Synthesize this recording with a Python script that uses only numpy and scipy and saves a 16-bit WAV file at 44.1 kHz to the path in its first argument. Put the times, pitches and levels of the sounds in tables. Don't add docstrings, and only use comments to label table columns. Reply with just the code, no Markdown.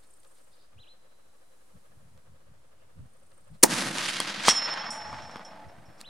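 import sys
import numpy as np
from scipy import signal
from scipy.fft import rfft, irfft
from scipy.io import wavfile
from scipy.ndimage import map_coordinates

SR = 44100
rng = np.random.default_rng(int(sys.argv[2]) if len(sys.argv) > 2 else 0)


def waveform_to_disk(signal):
    frames = np.transpose(np.atleast_2d(signal))
    scaled = np.clip(frames, -1, 1) * 32767
    samples = np.round(scaled).astype(np.int16)
    wavfile.write(sys.argv[1], SR, samples)


N = 268595
T = np.arange(N) / SR
FREQS = np.fft.rfftfreq(N, 1 / SR) + 1e-3

# frequency in Hz, level in dB per Hz.
AIR_COLOUR = [(25, -8), (60, 2.5), (150, -4.5), (350, -4), (520, -3.5), (800, -5.5), (1500, -10),
              (2500, -16), (5000, -18.5), (9000, -25.5), (15500, -43)]
# frequency in Hz, level in dB per Hz.
PUTTER_COLOUR = [(250, -27.5), (430, -10.5), (520, 5.5), (620, -3.5), (800, -17.5), (1250, -5.5),
                 (1450, -15), (1650, -9.5), (1950, -18.5), (3200, -20.5), (6000, -36.5)]
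# centre in seconds, level in dB, length in seconds.
GUST_BUMPS = [(.78, -57.5, 0.028), (1.759, -49.5, 0.011), (1.95, -62, .02), (2.05, -59, 0.027),
              (2.15, -58, 0.019), (2.32, -57, 0.025), (2.51, -60, 0.037), (3.01, -45, 0.029),
              (3.53, -47, 0.019), (5.12, -49, 0.048), (5.25, -53, 0.03), (5.67, -46, 0.015),
              (5.79, -52.5, 0.024), (5.89, -55, 0.012)]
# frequency in Hz, level in dB.
WIND_COLOUR = [(25, -15), (60, -3.5), (100, 1.5), (160, -4), (240, -13.5), (400, -37), (1000, -83.5)]
# centre in seconds, level in dB, length in seconds.
GEAR_BRUSHES = [(.04, -66.5, 0.012), (.234, -64, 0.0028), (.25, -60, 0.0022), (.38, -69, .02),
                (2.177, -57.5, 0.00071), (3.318, -64.5, 0.0024), (3.55, -66.5, 0.0124), (5.56, -63, 0.0016),
                (6.007, -51, 0.0015), (6.0135, -38, 0.001), (6.01, -57.5, 0.015)]
# frequency in Hz, level in dB.
GEAR_BRUSH_COLOUR = [(400, -1), (1200, 4), (2800, -0.5), (4300, 6), (6000, -3.5), (8500, 0.5), (13000, -13),
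                     (16000, -17)]
# centre in seconds, level in dB, length in seconds.
DISTANT_PEEPS = [(2.8, -81, 0.046), (3.03, -81, .05), (3.325, -79, .015)]
# time in seconds, level in dB.
GRASS_HISS = [(0.05, -70.5), (0.4, -69), (0.75, -76.5), (1.7, -70.5), (2.5, -76), (3.4, -74), (5.9, -72)]
# centre in seconds, level in dB, length in seconds.
GRASSHOPPER_BURSTS = [(.23, -70, 0.22), (3.35, -73, .21)]
# centre in seconds, level in dB before a trim, length in seconds.
TWITTER_BURSTS = [(.535, -65, 0.011), (.61, -65, 0.033)]
# start in seconds, length in seconds, hold in seconds, level in dB.
BIRD_WHISTLES = [(.77, .088, 0.0023, -58), (0.858, 0.087, .06, -58), (6.03, .085, 0.0048, -50)]
# frequency in Hz, level in dB per Hz.
RASP_COLOUR = [(600, -35.5), (1500, -14), (2400, -6.5), (3300, -14), (5400, -0.5), (7000, -3), (9600, -1.5),
               (12000, -9), (16000, -11)]
# frequency in Hz, level in dB per Hz.
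BOOM_COLOUR = [(30, -45), (70, -31.5), (110, -20.5), (170, -9), (230, -1), (330, 6.5), (390, -4.5),
               (490, 4.5), (620, -6), (850, -1.5), (1200, -9.5), (1600, -13), (4000, -36)]
ROLL_BANDS = [170, 340, 900, 3000, 8000]
# frequency in Hz, level in dB.
ECHO_COLOUR = [(30, -35), (80, -28.5), (130, -4), (185, 2), (270, 0), (330, 3), (390, -10), (470, -2),
               (1100, -1.5), (1800, 1), (2400, -2.5), (4800, -1.5), (7500, -5.5), (10500, -6.5),
               (14500, -35.5)]
# frequency in Hz, side against mid in dB.
ECHO_WIDTH = [(60, -11), (200, -20.5), (400, -17.5), (750, -7.5), (1300, -8), (2400, -9.5), (5000, -10),
              (12000, -3.5)]
# time in seconds, level in dB at 500-1400 Hz,
# level in dB at 1800-4500 Hz.
LAND_ECHO = [(3.675, -43, -46.5), (3.7, -36, -33.5), (3.79, -36, -32.5), (3.92, -44, -40),
             (3.99, -36.5, -32), (4.11, -45, -31), (4.26, -44, -37), (4.41, -44, -36), (4.58, -38.5, -36.5),
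             (4.78, -37.5, -40), (4.96, -46.5, -51.5), (5.13, -44.5, -52), (5.25, -52, -55.5),
             (5.5, -55.5, -61.5), (5.85, -63, -69.5)]
# centre in seconds, level in dB, length in seconds.
SLOPE_BOOMS = [(4.39, -50, 0.027)]
# centre in seconds, level in dB, length in seconds.
BANK_SLAPS = [(3.714, -46, 0.0022), (3.786, -30, 0.0038), (3.9845, -21, 0.00079), (4.061, -28, 0.00065),
              (4.089, -26.5, 0.0053), (4.168, -23, 0.00048), (4.74, -35, 0.00085)]
# frequency in Hz, level in dB.
BANK_SLAP_COLOUR = [(100, -13), (250, -17), (1500, -5), (3000, -1.5), (6000, -15.5), (9000, -7.5),
                    (14000, -68)]
# start in seconds, level in dB,
# hardness in dB per decade about 1 kHz, ring stretch as a factor.
ACTION_KNOCKS = [(4.2026, -17.5, 15, 1.73), (4.4728, -37, 0, 0.61), (4.483, 1, -3, 1.33),
                 (4.528, -22.5, -6, 1.8), (4.893, -24, -25, 1.15), (5.129, -24.5, -19, 1.7),
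                 (5.296, -30.5, -20, 1.2), (5.359, -17.5, -23, 0.45), (5.3685, -32, -7, 1.5),
                 (5.395, -28, -15, 0.83)]
# frequency in Hz, level in dB, t60 in seconds.
ACTION_MODES = [(227, -27, 0.038), (643, -27, 0.0162), (920, -17.5, 0.0057), (1120, -0.5, 0.0057),
                (2170, -10.5, 0.0066), (3280, -12.5, 0.018), (4560, -2.5, 0.0022), (8470, -4, 0.0015)]
# fastest moment in seconds, level in dB,
# rise t60 in seconds, fall t60 in seconds.
BOLT_STROKES = [(4.488, -18, 0.14, 0.14), (5.14, -60, 0.94, 1.8)]
# frequency in Hz, level in dB.
BOLT_SLIDE_COLOUR = [(200, -8), (850, 0), (1600, 3.5), (2500, 3), (6000, 3), (9000, -3), (13000, -27.5),
                     (16000, -26)]
# start in seconds, level in dB, brightness in dB per octave,
# ring stretch as a factor.
CASE_STRIKES = [(4.4845, -23, 11.5, 0.17), (4.4932, -19, -5.5, 0.89), (4.816, -47, -31, 0.38),
                (4.9044, -36.5, 6, 1.0), (4.919, -46.5, 1, 0.46), (5.075, -49.5, -8, 0.46),
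                (5.2204, -51.5, -6, 0.65), (5.31, -52, 1, .3), (5.4486, -45.5, -4, 0.35),
                (5.6847, -64, -2, 0.22), (5.8536, -65.5, -7, 0.62), (5.9794, -64, -4, 0.26)]
# frequency in Hz, level in dB, t60 in seconds.
CASE_MODES = [(3270, -14, .3), (3365, -19, .35), (4920, -23, .2), (5225, -15, .2), (5353, 0, .9),
              (5677, -1, .3), (6530, -24, .2), (7045, -15, .45), (7450, -19, .2), (7735, -15, .28),
              (8387, -17, .15), (8600, -24, .3), (9115, -15, .36), (10040, -27, .25), (10725, -24, .42),
              (11020, -29, .2), (11650, -38, .35), (12225, -40, .5)]
# start in seconds, level in dB, rise in seconds, hold in seconds.
HOLLOW_RETURNS = [(4.498, -43, .42, 0.18), (5.42, -55.5, 0.067, .08)]

WHISTLE_LOW_HZ, WHISTLE_HIGH_HZ, SLIDE_S = 2330, 4080, .042
SHOT_S = 3.6276
AIR_LOSS_DB_PER_S, BASS_LOSS_DB_PER_S, GROUND_LOSS_DB_PER_S = 21, 2, 1.5
EJECT_S, PASS_S, LANDING_S, TUMBLE_HZ = 4.492, 4.87, 4.904, 12.94
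PITCH_RISE_PER_S = .012
TOP_HZ = 15900


def undb(db):
    return 10 ** (np.asarray(db) / 20)


def unit(x):
    return x / np.sqrt(np.mean(x ** 2))


def colour(points):
    hz, db = np.transpose(points)
    return undb(np.interp(np.log(FREQS), np.log(hz), db))


def resonance(hz, width_hz):
    return 1 / (1 + ((FREQS - hz) / width_hz) ** 2)


def pair(mid, side):
    return np.array([mid + side, mid - side])


def noise(shape, side_db):
    mid, side = irfft(rfft(rng.standard_normal((2, N))) * shape, N)
    return unit(pair(mid, undb(side_db) * side))


def walk(rate):
    return np.interp(T * rate, np.arange(2000), rng.standard_normal(2000))


def envelope(start, attack, hold, t60):
    t = T - start
    release = np.exp(-np.log(1000) * np.maximum(t - attack - hold, 0) / t60)
    return np.clip(t / attack, 0, 1) * release


def swells(rows):
    return sum(undb(db) * np.exp(-.5 * ((T - s) / length) ** 2) for s, db, length in rows)


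def curve(rows, axis=1):
    rows = np.array(rows)
    return undb(np.interp(T, rows[:, 0], rows[:, axis]))


def add(track, start, sound):
    track[..., int(start * SR):][..., :sound.shape[-1]] += sound


def ring(start, hz, gain, t60, contact=.00005):
    t = np.maximum(T[int(start * SR):][:SR] - start, 0)
    push = 1 - np.exp(-t / contact)
    decay = np.exp(-np.log(1000) * t / t60[:, None])
    return gain[:, None] * push * np.sin(2 * np.pi * hz[:, None] * t) * decay


def shelter(x, wet_db, t60):
    t = T[:SR // 4]
    tail = rng.standard_normal((2, len(t))) * np.exp(-np.log(1000) * t / t60)
    tail /= np.sqrt(np.sum(tail ** 2, axis=1, keepdims=True))
    return x + undb(wet_db) * signal.fftconvolve(x[None], tail, axes=1)[:, :N]


def background(putter_hz=6.2, breeze_db=-70):
    turn = 2 * np.pi * putter_hz * T + 0.57 * walk(5.6)
    beats = unit(np.exp(1.15 * np.cos(2 * turn + .5 * np.sin(turn + 1)) + .2 * walk(13)))
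    putter = undb(-68.5) * beats * noise(colour(PUTTER_COLOUR), side_db=0)
    air = undb(-66) * noise(colour(AIR_COLOUR), side_db=-0.5)
    breeze = undb(breeze_db + 4 * walk(21)) * np.clip((T - 1.65) / 0.086, 0, 1)
    wind = (swells(GUST_BUMPS) + breeze) * noise(colour(WIND_COLOUR), side_db=-5.5)
    brushes = swells(GEAR_BRUSHES) * noise(colour(GEAR_BRUSH_COLOUR), side_db=-11)
    peep_level = swells(DISTANT_PEEPS) * undb(2.5 * walk(25.5))
    peeps = peep_level * noise(resonance(hz=2830, width_hz=300), side_db=-2)
    return air + putter + wind + brushes + peeps


def grasshopper(strokes_hz=29):
    strokes = unit(np.exp(1.3 * np.cos(2 * np.pi * strokes_hz * T + .8 * walk(8.9)) + .25 * walk(33)))
    wing = resonance(hz=8800, width_hz=700)
    rasp = noise(wing, side_db=-7.5) * strokes * swells(GRASSHOPPER_BURSTS)
    grass = noise(resonance(hz=8930, width_hz=3000), side_db=-2.5) * curve(GRASS_HISS)
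    return rasp + grass


def bird(trill_hz=75, edge_s=0.021, echo_db=-76.5):
    song = 0
    for s, length, hold, db in BIRD_WHISTLES:
        height = np.clip(np.minimum(T - s, s + 2 * SLIDE_S + hold - T) / SLIDE_S, 0, 1)
        pitch = WHISTLE_LOW_HZ + (WHISTLE_HIGH_HZ - WHISTLE_LOW_HZ) * np.sin(np.pi / 2 * height) ** 2
        gate = np.clip(np.minimum(T - s, s + length - T) / edge_s, 0, 1)
        song = song + undb(db) * gate * np.sin(2 * np.pi * np.cumsum(pitch + 25 * walk(300)) / SR)
    chirp_hz = 5000 - 1600 * ((T * trill_hz + 0.6 * walk(19)) % 1) + 300 * walk(590)
    twitter = undb(-2.0) * np.sin(2 * np.pi * np.cumsum(chirp_hz) / SR) * swells(TWITTER_BURSTS)
    first_whistle_s = BIRD_WHISTLES[0][0]
    lingering = undb(echo_db + 2 * walk(15)) * envelope(first_whistle_s, attack=0.052, hold=.12, t60=4.2)
    echo = lingering * noise(resonance(hz=3980, width_hz=85), side_db=-7.5)
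    return shelter(song, wet_db=-3.5, t60=0.33) + shelter(twitter, wet_db=-1, t60=.15) + echo


def blast(front_db=-21, rasp_db=-5, scatter_db=-29, boom_db=-15, after_db=-29):
    front = undb(front_db) * envelope(SHOT_S, attack=0.00036, hold=.004, t60=.02)
    rasp = undb(rasp_db) * envelope(SHOT_S + 0.0031, attack=0.0042, hold=.0026, t60=0.015)
    scatter = undb(scatter_db) * envelope(SHOT_S, attack=.01, hold=.016, t60=.075)
    boom = undb(boom_db) * envelope(SHOT_S + .002, attack=.003, hold=0.013, t60=0.012)
    after = undb(after_db) * envelope(SHOT_S, attack=0.012, hold=0.021, t60=.07)
    bright = (front + rasp + scatter) * noise(colour(RASP_COLOUR), side_db=-11.5)
    low = (boom + after) * noise(colour(BOOM_COLOUR), side_db=-3.5)
    return bright + low


def roll(spread_db=2.0, echoes_per_s=4000, flutter_db=2.5, rumble_db=-35.5, upper_bass_db=-.5,
         near_s=0.18, body_db=3, crack_db=1.0, sizzle_db=2):
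    arrivals = rng.random(N) < echoes_per_s / SR
    sizes = undb(spread_db * np.minimum(rng.exponential(size=N), 4)) * arrivals
    bearing = rng.standard_normal(N)
    echoes = sizes * rng.choice([-1, 1], N) * undb(flutter_db * walk(90))
    bench_top = 0.12 * np.exp(-2j * np.pi * FREQS * .0032)
    wall = 0.05 * np.exp(-2j * np.pi * FREQS * .0094)
    sides = rfft(echoes * bearing) * colour(ECHO_WIDTH)
    spectra = pair(rfft(echoes), sides) * colour(ECHO_COLOUR) * (1 + bench_top + wall)

    travel = np.maximum(T - SHOT_S, 0)
    spreading = near_s / np.maximum(travel, near_s)
    rumble = undb(rumble_db - BASS_LOSS_DB_PER_S * travel) * spreading + swells(SLOPE_BOOMS)
    upper_bass = rumble * undb(upper_bass_db - GROUND_LOSS_DB_PER_S * travel)
    body = undb(body_db) * curve(LAND_ECHO)
    crack = undb(crack_db) * curve(LAND_ECHO, axis=2)
    sizzle = crack * undb(sizzle_db - AIR_LOSS_DB_PER_S * travel)

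    out = 0
    for share, gain in zip(np.eye(len(ROLL_BANDS)), (rumble, upper_bass, body, crack, sizzle)):
        band = np.interp(np.log(FREQS), np.log(ROLL_BANDS), share)
        out = out + unit(irfft(spectra * band, N)) * gain
    onset = np.clip(travel / 0.029, 0, 1) ** 2
    slaps = swells(BANK_SLAPS) * noise(colour(BANK_SLAP_COLOUR), side_db=-8.5)
    return undb(-2.5) * out * onset + slaps


def bolt(low_cut_hz=170, grate_db=4.5):
    hz, db, t60 = np.transpose(ACTION_MODES)
    decades = np.log10(hz / 1000)
    knocks = np.zeros(N)
    for s, hit_db, hard_db, stretch in ACTION_KNOCKS:
        add(knocks, s, ring(s, hz, undb(hit_db + db + hard_db * decades), t60 * stretch).sum(0))
    knocks = signal.sosfilt(signal.butter(2, low_cut_hz, "high", fs=SR, output="sos"), knocks)
    speed = 0
    for s, peak_db, rise, fall in BOLT_STROKES:
        away = np.maximum((s - T) / rise, (T - s) / fall)
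        speed = speed + undb(peak_db) * np.exp(-np.log(1000) * away)
    slide = speed * undb(grate_db * walk(400)) * noise(colour(BOLT_SLIDE_COLOUR), side_db=-10.5)
    return shelter(knocks, wet_db=-12.0, t60=0.03) + slide


def case(flight_depth=0.61, wobble_depth=0.3, wobble_hz=11, pass_db=6):
    hz, db, t60 = np.transpose(CASE_MODES)
    octaves = np.log2(hz / hz[np.argmax(db)])
    modes = np.zeros((len(hz), N))
    for s, hit_db, bright_db, stretch in CASE_STRIKES:
        pitch = 1 + PITCH_RISE_PER_S * (min(s, LANDING_S) - EJECT_S)
        gain = undb(hit_db + db + bright_db * octaves)
        add(modes, s, ring(s, hz * pitch, gain, t60 * stretch, contact=0.00036))
    rings = 0
    for mode in modes:
        rings = rings + mode * (1 + wobble_depth * np.sin(2 * np.pi * wobble_hz * T + 2.4 * walk(13)))
    tumble = np.cos(2 * np.pi * TUMBLE_HZ * (T - EJECT_S) + 0.43 * walk(9))
    airborne = np.clip((LANDING_S - T) / .02, 0, 1)
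    passing = undb(pass_db * np.exp(-.5 * ((T - PASS_S) / 0.021) ** 2))
    rings = rings * passing * (1 + flight_depth * tumble * airborne)
    rings = map_coordinates(rings, [(T + .00002 * walk(25)) * SR], order=3)
    return shelter(rings, wet_db=-14.0, t60=0.057)


def hollow(hum_db=-52):
    swell = sum(undb(db) * envelope(s, rise, hold, t60=1.0) for s, db, rise, hold in HOLLOW_RETURNS)
    ringing = swell * noise(resonance(hz=860, width_hz=26), side_db=-15.5)
    hum_level = undb(hum_db) * envelope(4.57, attack=0.33, hold=0.62, t60=2.0)
    return ringing + hum_level * noise(resonance(hz=700, width_hz=130), side_db=-22)


def scene(lean_db=0.4753):
    shooting = blast() + roll() + bolt() + case() + hollow()
    return shooting * undb([[-lean_db], [lean_db]]) + background() + grasshopper() + bird()


def record(dry):
    offset = -.0025
    top_cut = signal.ellip(8, .2, 70, TOP_HZ, fs=SR, output="sos")
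    return signal.sosfilt(top_cut, np.clip(dry, -1, 1)) + offset


dry = scene()
out = record(dry)
waveform_to_disk(out)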